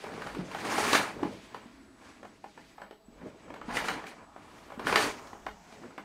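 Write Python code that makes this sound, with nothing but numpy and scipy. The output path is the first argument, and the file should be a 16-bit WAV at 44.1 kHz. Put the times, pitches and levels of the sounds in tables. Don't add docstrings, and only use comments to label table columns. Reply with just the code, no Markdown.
import sys
import numpy as np
from scipy import signal
from scipy.io import wavfile

SR = 44100
rng = np.random.default_rng(int(sys.argv[2]) if len(sys.argv) > 2 else 0)


def inscribe(sig):
    pcm = np.round(np.clip(np.atleast_2d(sig).T, -1, 1) * 32767)
    wavfile.write(sys.argv[1], SR, pcm.astype(np.int16))


N = 266408


def from_db(db):
    return 10 ** (np.asarray(db) / 20)


def rms_one(x):
    return x / np.sqrt(np.mean(x ** 2) + 1e-20)


def times():
    return np.arange(N) / SR


def at_hz(points, hz):
    points = np.array(points)
    return np.interp(np.log(hz), np.log(points[:, 0]), points[:, 1])


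def summed_db(levels_db):
    return 20 * np.log10(np.sqrt(np.sum(from_db(levels_db) ** 2, axis=0)))


def swell_db(start, held, rise, fall):
    t = times()
    before = np.maximum(start - t, 0)
    after = np.maximum(t - start - held, 0)
    return np.maximum(-rise * before - fall * after, -90)


def drift(rate_hz):
    pole = np.exp(-80 * np.pi * rate_hz / SR)
    white = rng.standard_normal(N // 40 + 2002)
    slow = signal.lfilter([1], [1, -2 * pole, pole * pole], white)[2000:]
    return np.interp(np.arange(N) / 40, np.arange(len(slow)), rms_one(slow))


def ring(clicks, hz, t60):
    radius = 10 ** (-3 / (t60 * SR))
    angle = 2 * np.pi * hz / SR
    return signal.lfilter([0, np.sin(angle)], [1, -2 * radius * np.cos(angle), radius ** 2], clicks + 1e-18)


def decaying(clicks, time_constant):
    return signal.lfilter([1], [1, -np.exp(-1 / (time_constant * SR))], clicks)


def bandpass(x, low_hz, high_hz):
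    return signal.sosfilt(signal.butter(2, [low_hz, high_hz], "band", fs=SR, output="sos"), x)


def highpass(x, order, hz):
    return signal.sosfilt(signal.butter(order, hz, "high", fs=SR, output="sos"), x)


def bands():
    edges = 20 * 2 ** np.arange(0, 10, .5)
    return [(signal.butter(2, pair, "band", fs=SR, output="sos"), np.sqrt(pair[0] * pair[1]))
            for pair in zip(edges, edges[1:])]


def coloured_noise(spectrum, patchy_db, rate):
    white = rng.standard_normal((2, N))
    together = drift(rate)
    top_hz = spectrum[-1][0] * 2
    total = np.zeros(N)
    for k, (sos, hz) in enumerate(bands()):
        if hz < top_hz:
            level_db = at_hz(spectrum, hz) + patchy_db * (together + drift(rate))
            total += from_db(level_db) * signal.sosfilt(sos, white[k % 2])
    return rms_one(total)


# (frequency [Hz], relative level per hertz [dB])
HUSH = [(20, -14), (55, 3), (75, -4.5), (100, 6), (150, 2), (230, 7), (600, -3), (1000, 1.5), (2000, -11),
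        (4000, -12.5), (8000, -19), (15700, -26.5)]
HUSH_DB = -57


def room_hum():
    return from_db(HUSH_DB) * coloured_noise(HUSH, patchy_db=4.5, rate=0.6)


# (frequency [Hz], rms level before flicker [dB])
WHINE = [(657, -72.5), (3951, -88), (7908, -79.5)]


def whine():
    total = np.zeros(N)
    for hz, db in WHINE:
        amplitude = np.sqrt(2) * from_db(db + 3.9 * drift(17))
        total += amplitude * np.sin(2 * np.pi * hz * times())
    return total


# (frequency [Hz], reverberation time T60 [s])
ROOM = [(100, 0.7), (300, 0.24), (1000, 0.13), (4000, 0.22), (12000, 0.17)]


def bedroom(x):
    t = np.arange(SR * 3 // 4) / SR
    white = rng.standard_normal(len(t))
    tail = sum(signal.sosfilt(sos, white) * 10 ** (-3 * t / at_hz(ROOM, hz)) for sos, hz in bands())
    tail = tail * np.clip((t - .003) / 0.014, 0, 1)
    return signal.fftconvolve(x, tail / np.sqrt(np.sum(tail ** 2)))[:N]


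FLUTTER_S, FLUTTER_DB = .021, -7


def flutter(x):
    lag = round(FLUTTER_S * SR)
    return x + sum(from_db(k * FLUTTER_DB) * np.pad(x, (k * lag, 0))[:N] for k in range(1, 4))


STEP_RISE_DB_PER_S, STEP_FALL_DB_PER_S, FLOOR_REST_DB = 61, 70, -73
# (time [s], level at the swell's top [dB])
STEPS = [(0.0, -68), (.37, -54), (.84, -57), (1.24, -59), (3.2, -61), (3.8, -53), (4.96, -52), (5.5, -59)]


def treading():
    swells = [db + swell_db(s, 0, STEP_RISE_DB_PER_S, STEP_FALL_DB_PER_S) for s, db in STEPS]
    return summed_db([np.full(N, FLOOR_REST_DB)] + swells)


def rumble(rumble_db):
    floor = ring(ring(rng.standard_normal(N), 55, 0.16), 48.0, 0.053)
    return from_db(rumble_db) * rms_one(floor)


# (time [s], relative level [dB], pitch [Hz])
THUDS = [(0.369, -24, 346), (0.388, -23.5, 177), (0.928, -29, 262), (1.165, -32.5, 395),
         (1.228, -15.5, 313), (1.25, -25.5, 210), (1.657, -37, 235), (2.435, -52, 304), (3.082, -39.5, 223),
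         (3.232, -35.5, 224), (3.258, -32.5, 383), (3.681, -28, 228), (4.775, -31, 240), (5.04, -25.5, 286),
         (5.458, -41, 315)]


def thuds():
    out, t = np.zeros(N + SR), np.arange(SR // 5) / SR
    for s, level_db, hz in THUDS:
        cycles = t * hz
        swell = np.exp(-cycles / 1.28) * (1 - np.exp(-cycles / 0.72))
        thud = from_db(level_db + 5.5) * np.sin(2 * np.pi * cycles) * swell
        out[round(s * SR):][:len(t)] += thud
    return flutter(highpass(out[:N], 2, 110))


PULL_COLOUR_HZ, BRIGHTENS_PER_DB = 1110, 0.07
PULL_FLAP_DB, FLAP_FOLLOWS = -43, 0.77
TUG_RISE_DB_PER_S, TUG_FALL_DB_PER_S = 136, 102
# (time [s], runner rattle control level [dB], cloth swish control level [dB])
PULLS = [
    [(.45, -56, -67), (.52, -45, -56.5), (.72, -35, -43), (.89, -30, -38), (.925, -35.5, -36),
     (.95, -25.5, -35), (1.04, -33.5, -45), (1.19, -53.5, -68)],
    [(3.64, -74, -75), (3.69, -41, -58), (3.77, -34, -41.5), (3.84, -39.5, -49), (3.88, -34, -44.5),
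     (4.0, -43, -58.5), (4.055, -50, -64), (4.07, -48, -51), (4.25, -54.5, -78)],
    [(4.76, -60, -88), (4.8, -42, -80), (4.84, -45.5, -59), (4.88, -32.5, -40), (4.93, -33, -46.5),
     (5.03, -29, -36.5), (5.16, -48.5, -58.5), (5.25, -49.5, -63), (5.45, -58, -87)],
]
# (start [s], held [s], runner rattle control level [dB],
# rattle colour [Hz], cloth flapping level [dB])
TUGS = [(.07, .22, -43, 570, -48), (.38, 0.017, -45.5, 440, -42.5), (1.22, 0.051, -46, 510, -40),
        (1.56, 0.028, -50.5, 707, -56.5), (2.04, 0.041, -54, 754, -66.5), (2.25, 0.025, -59, 750, -57),
        (2.6, 0.016, -61, 532, -57), (2.81, 0.052, -59, 980, -63.5), (3.22, 0.045, -52, 440, -47.5),
        (3.45, 0.25, -56, 850, -51), (4.45, 0.17, -60.5, 695, -57), (4.68, 0.054, -58.5, 900, -57),
        (5.62, 0.068, -61.5, 1000, -72), (5.829, 0.01, -51.5, 620, -48), (6.02, 0.016, -58, 760, -71)]
# (time [s], swish control level [dB])
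RUSTLE = [(0, -56.5), (.33, -56.5), (0.452, -62.5), (1.2, -65), (1.33, -59.5), (1.6, -65.5), (1.93, -81.5),
          (2.05, -61.5), (2.3, -73), (2.7, -64), (3.01, -87), (3.28, -64), (3.38, -68.5), (3.57, -73),
          (4.27, -76), (4.47, -64), (4.7, -64.5), (5.499, -88), (5.65, -68), (5.74, -61.5), (6.04, -72)]


def pulls_db(column):
    curves = []
    for pull in PULLS:
        moments, levels = np.transpose(pull)[[0, column]]
        curves.append(np.interp(times(), moments, levels, left=-120, right=-120))
    return summed_db(curves)


def motion():
    pull_db, slide_db = pulls_db(1), pulls_db(2)
    rattles = [pull_db]
    colours = [PULL_COLOUR_HZ * 2 ** (BRIGHTENS_PER_DB * (pull_db + 35))]
    flaps = [PULL_FLAP_DB + FLAP_FOLLOWS * (pull_db + 35)]
    for start, held, db, hz, flap_db in TUGS:
        shape_db = swell_db(start, held, TUG_RISE_DB_PER_S, TUG_FALL_DB_PER_S)
        rattles.append(db + shape_db)
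        colours.append(np.full(N, hz))
        flaps.append(flap_db + shape_db)
    colour_hz = np.average(colours, axis=0, weights=from_db(rattles) ** 2)
    rustle_db = np.interp(times(), *np.transpose(RUSTLE))
    return summed_db(rattles), colour_hz, summed_db([slide_db, rustle_db]), summed_db(flaps)


# (frequency [Hz], relative level per hertz [dB])
FLAP = [(47, -32), (80, -17.5), (102, -3.5), (172, -13.5), (195, -4.5), (286, -5), (500, -11.5), (650, -7),
        (1100, -120)]


def flapping(flap_db):
    return from_db(flap_db) * highpass(coloured_noise(FLAP, patchy_db=2.0, rate=11), 4, 92)


# (frequency [Hz], relative level per hertz [dB])
SWISH = [(180, -38), (300, 11), (360, -29), (734, -20.5), (1980, -2), (4040, -13), (4610, -6), (7700, -18),
         (8790, -15), (15700, -34)]


def swish(swish_db):
    rub = from_db(swish_db + .4 * (swish_db + 40)) * rng.standard_normal(N)
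    track = sum(from_db(db - 33) * ring(rub, hz, t60) for hz, db, t60 in TRACK)
    cloth = coloured_noise(SWISH, patchy_db=1.5, rate=15)
    dull = signal.sosfilt(signal.butter(1, 7000, fs=SR, output="sos"), cloth)
    bright = np.clip((swish_db + 64.5) / 22, 0, 1)
    return from_db(swish_db + 4.5) * (dull + bright * (cloth - dull)) + track


# (frequency [Hz], relative level [dB], T60 [s])
RUNNER = [(440, -4.5, 0.027), (596, -6, 0.014), (810, 2.5, 0.0093), (1010, 1.5, 0.011), (1194, 1.5, 0.0084),
          (1430, -1.5, 0.011), (1683, -1, 0.014), (1960, -1.5, 0.0086), (2325, -1.5, 0.01),
          (2830, -9, 0.015), (3130, -16, 0.024)]
# (frequency [Hz], relative level [dB], T60 [s])
TRACK = [(3670, -8, .06), (4550, -4, .1), (8560, 0, .04), (9110, -6, .04), (9690, -6, .03),
         (10900, -4, .015), (11700, -8, .02), (13800, -3, .012)]


def rattle(rattle_db, colour_hz):
    sizes = from_db(1.89 * np.minimum(rng.exponential(1, N), 5)) * rng.choice([-1, 1], N)
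    jolts_per_s = 4000 * from_db(3.0 * drift(30))
    struck = rng.random(N) < jolts_per_s / SR
    jolts = sizes * struck * from_db(rattle_db) / np.std(sizes)
    dealt = rng.integers(0, len(RUNNER), N)
    out = np.zeros(N)
    for hz, db, t60 in TRACK:
        out += from_db(db - 38.0 - 6.4 * np.log2(hz / 4000)) * ring(jolts, hz, t60)
    for k, (hz, db, t60) in enumerate(RUNNER):
        mode_db = db + 1.0 - 3.72 * np.abs(np.log2(hz / colour_hz))
        out += ring(jolts * (dealt == k) * from_db(mode_db), hz, t60)
    return out


# (time [s], relative level [dB], centre of the blow's colour [Hz],
# relative treble [dB])
KNOCKS = [(0.04, -27.5, 593, -14), (0.177, -24, 484, -27), (0.219, -28.5, 1130, -9.5),
          (0.27, -31, 1210, -5.5), (0.349, -28.5, 920, -10), (0.514, -37, 1030, -1),
          (0.547, -26.5, 1000, -9.5), (0.65, -22.5, 565, -8), (0.78, -16.5, 740, -9), (0.917, -21, 800, -7),
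          (0.931, -15, 1240, 2), (0.95, -17.5, 810, 3), (1.193, -34.5, 750, -29), (1.231, -22.5, 800, -38),
          (1.545, -28, 650, -11.5), (2.23, -36.5, 800, -19), (2.25, -38.5, 840, -11),
          (2.441, -34.5, 796, -15), (2.576, -36.5, 880, -26), (2.781, -37.5, 786, -32),
          (2.817, -33, 1050, -30), (2.91, -35.5, 760, -14), (3.503, -34, 800, -29),
          (3.54, -38.5, 990, -3.5), (3.562, -39.5, 1010, -25), (3.614, -32.5, 860, -28),
          (3.769, -17.5, 1950, -12), (3.843, -26, 1410, -21), (3.884, -17.5, 1680, -8),
          (4.04, -31.5, 1100, -27), (4.068, -38.5, 2140, -1), (4.362, -34.5, 690, -25),
          (4.702, -38, 1010, -21), (4.72, -34, 804, -32), (4.795, -23.5, 540, -14), (4.869, -17, 1180, -10),
          (4.926, -15, 1100, -10), (4.958, -13.5, 1430, 0.5), (4.972, -20, 980, -29),
          (5.025, -24, 930, 2.5), (5.058, -25.5, 1050, -19), (5.271, -47, 1500, 4), (5.331, -35, 915, -32),
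          (5.465, -25.5, 1010, -18), (5.725, -36, 590, -19), (5.906, -46, 1080, -17),
          (5.979, -28.5, 1060, -18)]


def knocks():
    s, level_db, colour_hz, treble_db = np.transpose(KNOCKS)
    at = np.round(s * SR).astype(int)
    out, grit = np.zeros(N), rng.standard_normal((2, N))
    for k, (hz, db, t60) in enumerate([*RUNNER, *TRACK]):
        if k < len(RUNNER):
            away_db = -14.0 * np.abs(np.log2(hz / colour_hz)) - 20.0
        else:
            away_db = treble_db - 46.0 - 10.0 * np.log2(hz / 4550)
        clicks = np.zeros(N)
        clicks[at] = from_db(level_db + db + away_db)
        contact = decaying(clicks, 0.0062) * grit[k % 2]
        first_impact = 3 * clicks * (-1) ** k
        out += ring(contact + first_impact, hz, t60)
    hits = np.zeros(N)
    hits[at] = from_db(level_db + treble_db)
    crack = decaying(hits, 0.0057) * rng.standard_normal(N)
    fizz = decaying(hits, 0.0071) * rng.standard_normal(N)
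    out += from_db(-17.0) * bandpass(fizz, 3500, 11000)
    return out + from_db(2.0) * bandpass(crack, 1300, 4000)


def scene():
    rattle_db, colour_hz, swish_db, flap_db = motion()
    blows, runners = highpass([knocks(), rattle(rattle_db, colour_hz)], 2, 300)
    pushes = thuds()
    flap = flapping(flap_db)
    hum = room_hum()
    steps = rumble(treading())
    cloth = swish(swish_db)
    sent = from_db(-17.5) * cloth + from_db(-2.5) * blows
    sent = sent + from_db(-14.5) * pushes + from_db(-15.0) * runners
    echoes = bedroom(sent)
    return (blows + pushes + runners + echoes + cloth + flap + steps + hum + whine())[None]


def record(dry):
    return signal.sosfilt(signal.ellip(12, .5, 70, 15750, fs=SR, output="sos"), dry)


dry = scene()
out = record(dry)
inscribe(out)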